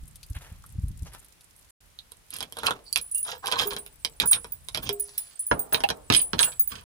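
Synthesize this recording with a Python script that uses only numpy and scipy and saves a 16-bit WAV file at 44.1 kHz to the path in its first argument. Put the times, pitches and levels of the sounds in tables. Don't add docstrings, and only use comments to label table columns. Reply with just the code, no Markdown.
import sys
import numpy as np
from scipy import signal
from scipy.fft import rfft, irfft, next_fast_len
from scipy.io import wavfile
from scipy.ndimage import uniform_filter1d

SR = 44100
rng = np.random.default_rng(int(sys.argv[2]) if len(sys.argv) > 2 else 0)


def materialize(psi):
    bounded = np.clip(np.atleast_2d(psi).T, -1, 1)
    quanta = np.round(bounded * 32767).astype(np.int16)
    wavfile.write(sys.argv[1], SR, quanta)


N = 307803
SHORT_S = .08

# f/Hz, level/dB, t60/s
DOOR_MODES = [(461.7, -7, 0.66), (720, -3, 0.13), (999, 3, 0.11), (1146, 6, 0.027), (1454, -1.5, 0.11),
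              (1560, -6.5, 0.07)]
# from t/s, to t/s
SILENCES = [(1.708, 1.805), (6.84, 7)]


def knocks():
    # t/s, clack peak level/dB, door boom level re clack/dB
    blow_table = [(2.1194, -39, -9), (2.305, -40, -27), (2.339, -49, -45), (2.366, -41.5, -43),
                  (2.386, -32, -18), (2.4061, -19.5, -16.5), (2.427, -23, -9.5), (2.5239, -30, -14),
                  (2.5694, -29, -5), (2.5871, -27.5, -7), (2.6333, -25, -1), (2.6673, -7.5, -35.5),
                  (2.708, -15.5, -6.5), (2.9271, -32.5, -59), (2.9592, -9.5, -39), (2.9744, -23, -49),
                  (3.459, -23, -18), (3.47, -17, -17), (3.479, -22, -16), (3.5154, -17, -14),
                  (3.523, -13, -12), (3.7338, -25.5, -7), (3.765, -20.5, -8.5), (3.8631, -32.5, -12),
                  (4.0483, -10.5, -20.5), (4.2004, -7, -26), (4.3315, -8.5, -44), (4.4445, -30.5, -4),
                  (4.6858, -23.5, -18), (4.7473, -13, -19), (4.774, -19, -9), (4.892, -11, -16),
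                  (5.5134, -20.5, 13), (5.7247, -22, -0.5), (5.7449, -8, -9), (5.8046, -23.5, -3.5),
                  (5.8368, -16, -6.5), (5.889, -15.5, -10.5), (5.9021, -14, -5.5), (6.101, -7.5, -4),
                  (6.124, -6, -28), (6.138, -13.5, -37), (6.148, -7, -39), (6.157, -17, -34),
                  (6.3323, -17, -2.5), (6.3918, -5, -36), (6.4303, -9.5, -23.5)]
    # t/s, level/dB
    pluck_table = [(3.655, -26), (4.895, -24)]
    # f/Hz, level/dB, t60/s
    handle_modes = [(407.4, -2, 0.38), (701, -17.5, 0.38)]
    usual_db, usual_tick_db = -20, -29
    tick_growth, tick_dulling = 0.36, 0.33
    deeper_from_s, deeper_db = 6, 10
    out = np.zeros((2, N))
    for s, db, boom_db in blow_table:
        tick_db = usual_tick_db + tick_growth * (db - usual_db) - tick_dulling * boom_db
        door_db = boom_db + db

        slap = peaked(ring(DOOR_MODES, .3, 0.14, scatter_db=2.5, together=True))
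        add(out, s, gain_of(door_db) * (0.26 * door_ring(.3, 0.65) + slap))

        low_thud = gain_of(deeper_db * (s > deeper_from_s)) * tick(43, 310, 0.2, .15)
        thud = low_thud + 4.5 * tick(370, 1300, 0.044, .15)
        add(out, s, gain_of(door_db - 14.5) * thud)

        tail = np.array([tick(200, 900, 0.53, .4) for _ in range(2)])
        add(out, s, gain_of(door_db - 19) * coloured(tail, [(1200, 1.5), (4000, -16.5)]))

        noise = 0.38 * tick(1800, 5200, 0.022) + 0.57 * tick(2500, 7000, 0.0037)
        clack = peaked(lock_ring(0.67, True) + noise)
        add(out, s, gain_of(db) * panned(rng.normal(0, 3.0)) * clack)
        add(out, s, gain_of(tick_db) * panned(rng.normal(0, 4.0)) * tick(8400, 11500, 0.016))
    for s, db in pluck_table:
        add(out, s, gain_of(db) * ring(handle_modes, 0.27, rise=0.0024))
    return out


def grinding():
    # t/s, length/s, place of the peak (0-1), level/dB,
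    # door level re that/dB, rumble level re that/dB
    grind_table = [(2.282, 0.2, 0.48, -49.5, -5.5, -7.5), (2.522, 0.29, 0.24, -58, 3, 0.5),
                   (2.623, 0.11, 0.34, -37.5, 5.5, -18), (2.957, 0.097, 0, -47, 1, -9),
                   (3.245, 0.18, 0.22, -44.5, -0.5, -20.5), (3.422, 0.16, 0.27, -50, 10.5, -18),
                   (3.512, 0.12, 0, -40.5, 5, -16), (3.561, 0.14, 0.37, -32, -4, -16),
                   (3.699, 0.057, 0.3, -42, 0, -8), (4.198, 0.078, 0.29, -38.5, 0.5, -2.5),
                   (4.31, 0.098, 0.26, -44.5, 0, -7), (4.74, 0.087, 0.2, -44, -4, -1),
                   (4.817, 0.1, 0.33, -45.5, -8.5, 2), (5.72, 0.097, 0.36, -48, 5, -17),
                   (6.116, 0.15, 0.13, -35, -11.5, -26), (6.38, 0.22, 0.02, -42, 5, -23.5),
                   (6.692, 0.2, 0.14, -50, -1.5, -3)]
    # t/s, length/s, level/dB, centre f/Hz, bandwidth f/Hz
    slide_table = [(2.851, 0.067, -53.5, 4620, 493), (4.975, 0.25, -66.5, 5600, 1200),
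                   (4.978, 0.63, -61.5, 3500, 5950)]
    usual_db, usual_hiss_db = -45, -56
    hiss_growth = 0.94

    def body():
        return lock_ring(0.54) + 1.06 * tick(1500, 6500, .006)

    def hiss():
        return tick(7000, 13500, 0.006)

    def sheet():
        return coloured(door_ring(SHORT_S, 0.25), [(400, -7.5), (1100, 0.5)])

    def rumble():
        return tick(38, 200, 0.23)

    out = np.zeros((2, N))
    for s, seconds, peak, db, door_db, rumble_db in grind_table:
        hiss_db = usual_hiss_db + hiss_growth * (db - usual_db)
        levels_db = [db, hiss_db, db + door_db, db + rumble_db]
        for voice, level_db in zip([body, hiss, sheet, rumble], levels_db):
            add(out, s, gain_of(level_db) * stroke(seconds, voice, 2000, 3.33, peak))
    for s, seconds, db, hz, width_hz in slide_table:
        def slip():
            return tick(hz - width_hz / 2, hz + width_hz / 2, 0.0039)
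        add(out, s, gain_of(db) * stroke(seconds, slip, 2300, 2.2, 0.33, 2.5))
    return out


def keys():
    # t/s, short key level/dB, thin key level/dB
    touch_table = [(3.013, -29, -40), (3.1127, -29, -38), (3.1464, -18, -43), (3.1804, -21, -32),
                   (3.2285, -29.5, -44), (3.6716, -39, -22.5), (3.7845, -43.5, -49), (4.2576, -28, -23),
                   (4.274, -18, -38), (4.311, -23, -19), (4.5208, -48, -29), (4.829, -43, -31.5),
                   (4.9274, -45, -27.5), (4.997, -29, -23.5), (5.1776, -30, -24), (5.3924, -26.5, -35),
                   (5.4658, -35, -26), (5.5924, -29.5, -21.5), (5.7273, -30.5, -22), (6.1634, -22, -29),
                   (6.2146, -27, -31), (6.405, -17.5, -49), (6.426, -14.5, -27.5), (6.4435, -16, -20),
                   (6.5955, -23.5, -14), (6.6752, -35.5, -28)]
    # f/Hz, level/dB, t60/s
    key_modes = [
        [(9905, -4, 0.15), (9851, -4, 0.3)],
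        [(7755, -2, 0.35), (15430, -3, 0.14)],
        [(8744, 12, 0.12)],
        [(14890, 3.5, 0.069), (15430, -10, .11)],
    ]
    usual_db = -28
    long_db, long_growth = -49.5, 1.47
    ring_db, ring_growth = -38, 0.7
    out = np.zeros((2, N))
    next_touches = [row[0] for row in touch_table[1:]] + [7]
    for (s, short_db, thin_db), after in zip(touch_table, next_touches):
        above_db = short_db - usual_db
        levels_db = [short_db, long_db + long_growth * above_db, ring_db + ring_growth * above_db, thin_db]
        seconds = min(after - s + 0.0062, .3)
        for modes, db in zip(key_modes, levels_db):
            sound = ring(modes, seconds, scatter_db=5.0, rise=0.00088, detune=0.0006)
            sound *= np.minimum(np.arange(len(sound))[::-1] / (0.0075 * SR), 1)
            swing = rng.standard_normal((2, len(sound)))
            swing = uniform_filter1d(uniform_filter1d(swing, 250), 150)
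            add(out, s, gain_of(db + 3.0 * evened(swing)) * sound)
        loudest_db = max(levels_db)
        brushing = stroke(0.17, lambda: tick(9600, 13000, .008), 160, 2.0)
        add(out, s, gain_of(loudest_db - 42) * brushing)
        add(out, s, gain_of(loudest_db - 1) * tick(8000, 12500, 0.016))
    for modes in key_modes:
        short_ring = ring(modes, .15, 0.3, rise=.003)
        tinkle = signal.oaconvolve(grit((2, N), 60, 3.0), short_ring[None])[:, :N]
        out += gain_of(-65) * evened(tinkle) * (np.arange(N) > 2.84 * SR)
    return out


def pings():
    # t/s, mode level/dB, f/Hz, t60/s
    ping_table = [(.236, -32, 4630, 0.0053), (.641, -32, 1250, 0.008), (1.989, -20, 3870, 0.0064),
                  (2.928, -11.5, 4630, 0.0081), (3.149, -44, 2805, 0.31), (5.18, -7.5, 11500, 0.0094),
                  (5.838, -10, 794, 0.043), (5.84, -11.5, 2695, 0.015), (6.435, -33, 2800, 0.17)]
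    out = np.zeros(N)
    fade = signal.windows.tukey(int(.116 * SR), .2)[-int(.058 * SR):]
    for s, db, hz, t60 in ping_table:
        add(out, s, ring([(hz, db, t60)], .058) * fade)
        add(out, s, gain_of(db - 15.0) * tick(2500, 15000, 0.0089))
    return out


def boots():
    # t/s, length/s, level/dB
    scuff_table = [(0.344, 0.059, -50), (0.393, 0.25, -57.5), (1.049, 0.089, -54.5), (1.114, 0.12, -54)]
    # f/Hz, level/dB
    sole_spectrum = [(150, -35), (282, 1.5), (1530, -0.5), (5000, -10.5), (10900, -8), (16000, -24)]
    # middle t/s, level/dB, f/Hz
    landing_table = [(0.034, -33, 43.4), (0.312, -24.5, 64.3), (0.368, -26, 64), (.524, -32, 68.8),
                     (0.756, -27.5, 71), (.79, -20, 92), (0.843, -17.5, 75.5), (0.882, -30.5, 60.5),
                     (0.909, -27.5, 112), (1.028, -23, 68.4)]
    plank_modes = [(136.5, 6.3, 0.14), (255.0, 2.2, 0.048)]  # f/Hz, level/dB, t60/s
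    out = np.zeros(N)
    for s, seconds, db in scuff_table:
        def slip():
            return coloured(tick(410, 21900, 0.0018), sole_spectrum)
        add(out, s, gain_of(db) * stroke(seconds, slip, 6000, 2.6, 0.18, 2.8))
    for s, db, hz in landing_table:
        turns = np.arange(-1, 1, hz / SR)
        push = -np.cos(2 * np.pi * turns - .8) * np.exp(-(turns / 0.498) ** 2)
        add(out, s - 1 / hz, gain_of(db) * push)
        plank = ring(plank_modes, SHORT_S, rise=0.004, detune=0.13)
        add(out, s - .006, gain_of(db - 17.5) * plank)
    return out


def weather():
    # t/s, level/dB
    wind_levels = [(0, -46), (.2, -54.5), (.65, -51.5), (.85, -39.5), (1.05, -46.5), (1.3, -64.5),
                   (3.7, -61.5), (4.8, -52), (5.3, -67), (6.2, -54.5), (6.84, -56.5)]
    # f/Hz, level per Hz/dB
    wind_spectrum = [(11, -47), (18, -6.5), (48, 4.5), (97, -3), (155, -7.5), (500, -45.5), (650, -88.5)]
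    # f/Hz, level per Hz/dB
    air_spectrum = [(88, -39.5), (150, -12), (441, -14.5), (1050, -15), (2430, -16), (7440, -21),
                    (9980, -18), (15400, -27), (16300, -35.5)]
    # t/s, upper band peak level/dB, lower band level re upper/dB
    drop_table = [(0.079, -38, -16), (0.1566, -33.5, -10), (0.2306, -41.5, 6), (0.299, -39, -23),
                  (0.4188, -48, 0), (0.663, -37.5, -17), (0.882, -42, -16), (1.134, -38.5, -9),
                  (1.246, -40.5, -13), (1.4085, -46.5, 2), (1.5624, -45, -21), (1.591, -45, -32)]
    a, b, c, d = rng.standard_normal((4, N))
    apart = np.array([[1], [-1]])
    wind_db = np.interp(np.arange(N) / SR, *np.transpose(wind_levels))
    wind = gain_of(wind_db) * evened(coloured(a + 0.47 * apart * b, wind_spectrum))
    air = gain_of(-61.5) * evened(coloured(c + 1.0 * apart * d, air_spectrum))

    drizzle = np.zeros((2, N))
    for band_hz in [(4500, 14000), (7500, 11500), (8500, 13500)]:
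        drizzle += signal.oaconvolve(grit((2, N), 33, 4.6), tick(*band_hz, 0.022)[None])[:, :N]
    after_silence = np.arange(N) > SILENCES[0][1] * SR
    out = wind + air + gain_of(-60.5 - 8.0 * after_silence) * evened(drizzle)

    for s, db, low_db in drop_table:
        drop = tick(8800, 12000, 0.044) + gain_of(low_db) * tick(2800, 6100, 0.045)
        add(out, s, gain_of(db) * panned(rng.normal(0, 10.0)) * drop)
    return out


def placed(x):
    # until t/s, lag of left behind right/samples, share of the shadow (0-1)
    place_table = [(1.75, -4, 0), (5.3, -8, 1), (7, 28, 1)]
    # f/Hz, left-right level difference/dB
    shadow = [(60, 0.0), (130, 0.0), (290, -0.5), (640, -0.5), (1410, -3.0), (3100, -10.0), (6820, -3.0),
              (15000, -6.0)]
    out, t, start = np.zeros((2, N)), np.arange(N) / SR, 0
    for until, lag, share in place_table:
        left, right = x * ((t >= start) & (t < until))
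        left = np.roll(coloured(left, shadow, share / 2), lag)
        out += [left, coloured(right, shadow, -share / 2)]
        start = until

    shape = (3, 2, 6000)
    sparse = rng.standard_normal(shape) * (rng.random(shape) < .05)
    taps = sparse * gain_of(-60 * np.arange(6000) / SR / 0.071)
    taps[..., :170] = 0
    taps = coloured(taps, [(200, -40), (600, 0), (5000, 0), (10000, -8)])
    taps /= np.linalg.norm(taps, axis=-1, keepdims=True)
    phases = np.arange(3)[:, None, None] / 3
    turns = np.sqrt(2 / 3) * np.cos(np.pi * (1.7 * t + phases))
    echoes = signal.oaconvolve(turns * out, taps, axes=-1).sum(0)[:, :N]
    return out + gain_of(-7.0) * echoes


def lock_ring(factor, together=False):
    # f/Hz, nominal width f/Hz (sets the decay), level/dB
    body_table = [(2530, 116, 5), (3268, 111, 9), (3814, 71, 4.5), (5160, 203, 9)]
    modes = [(hz, db, 1.2 / width) for hz, width, db in body_table * 2]
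    return peaked(ring(modes, SHORT_S, factor, scatter_db=4.5, detune=0.045, together=together))


def door_ring(seconds, factor):
    return peaked(ring(DOOR_MODES * 8, seconds, factor, scatter_db=3.0, rise=0.00011, detune=0.09))


def stroke(seconds, voice, per_s, spread_db, peak=0.28, uneven_db=6.0):
    size = int(seconds * SR)
    warp = np.log(.5) / np.log(np.clip(peak, .05, .9))
    u = np.linspace(0, 1, size) ** warp
    unevenness = evened(uniform_filter1d(rng.standard_normal(size), 500))
    pressure = np.sin(np.pi * u) ** 2.42 * gain_of(uneven_db * unevenness)
    sound = 0
    for _ in range(3):
        sound = sound + signal.oaconvolve(pressure * grit(size, per_s / 3, spread_db), voice())
    return sound / np.sqrt((sound ** 2).sum() / size + 1e-20)


def ring(modes, seconds, factor=1, scatter_db=0, rise=0.00056, detune=0, together=False):
    hz, db, t60 = np.transpose(modes)[:, :, None]
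    luck = rng.standard_normal((3, len(modes), 1))
    t = np.arange(int(seconds * SR)) / SR
    turns = hz * (1 + detune * luck[2]) * t + luck[1] * (not together)
    decay = gain_of(db + scatter_db * luck[0] - 60 * t / abs(t60 * factor))
    waves = decay * np.sin(2 * np.pi * turns)
    return waves.sum(0) * (1 - np.exp(-t / rise))


def tick(lo_hz, hi_hz, t60, seconds=SHORT_S):
    t = np.arange(int(seconds * SR)) / SR
    band = signal.butter(2, [lo_hz, hi_hz], "bandpass", fs=SR, output="sos")
    burst = rng.standard_normal(len(t)) * gain_of(-60 * t / t60)
    return peaked(signal.sosfilt(band, burst))


def grit(size, per_s, spread_db):
    heights = gain_of(spread_db * np.minimum(rng.exponential(1, size), 4))
    return rng.standard_normal(size) * heights * (rng.random(size) < per_s / SR)


def coloured(x, points, slope=1):
    size = next_fast_len(x.shape[-1])
    hz, db = np.transpose(points)
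    shape = np.interp(np.log(np.fft.rfftfreq(size, 1 / SR) + 1), np.log(hz + 1), db)
    return irfft(rfft(x, size) * gain_of(slope * shape), size)[..., :x.shape[-1]]


def gain_of(db):
    return 10 ** (np.asarray(db) / 20)


def evened(x):
    return x / np.sqrt(np.mean(x ** 2) + 1e-20)


def peaked(x):
    return x / abs(x).max()


def panned(db):
    return gain_of([[db / 2], [-db / 2]])


def add(mix, s, sound):
    part = mix[..., round(s * SR):][..., :sound.shape[-1]]
    part += sound[..., :part.shape[-1]]


def scene():
    return placed(knocks() + grinding() + keys() + pings() + boots()) + weather()


def record(dry):
    edge_hz = 16100
    t = np.arange(N) / SR
    running = np.prod([(t < a) | (t > b) for a, b in SILENCES], axis=0)
    rounded = dry / (1 + abs(dry / .9) ** 4) ** .25
    lowpass = signal.firwin(255, edge_hz, window=("kaiser", 9), fs=SR)
    return signal.oaconvolve(rounded * running, lowpass[None], "same")


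dry = scene()
out = record(dry)
materialize(out)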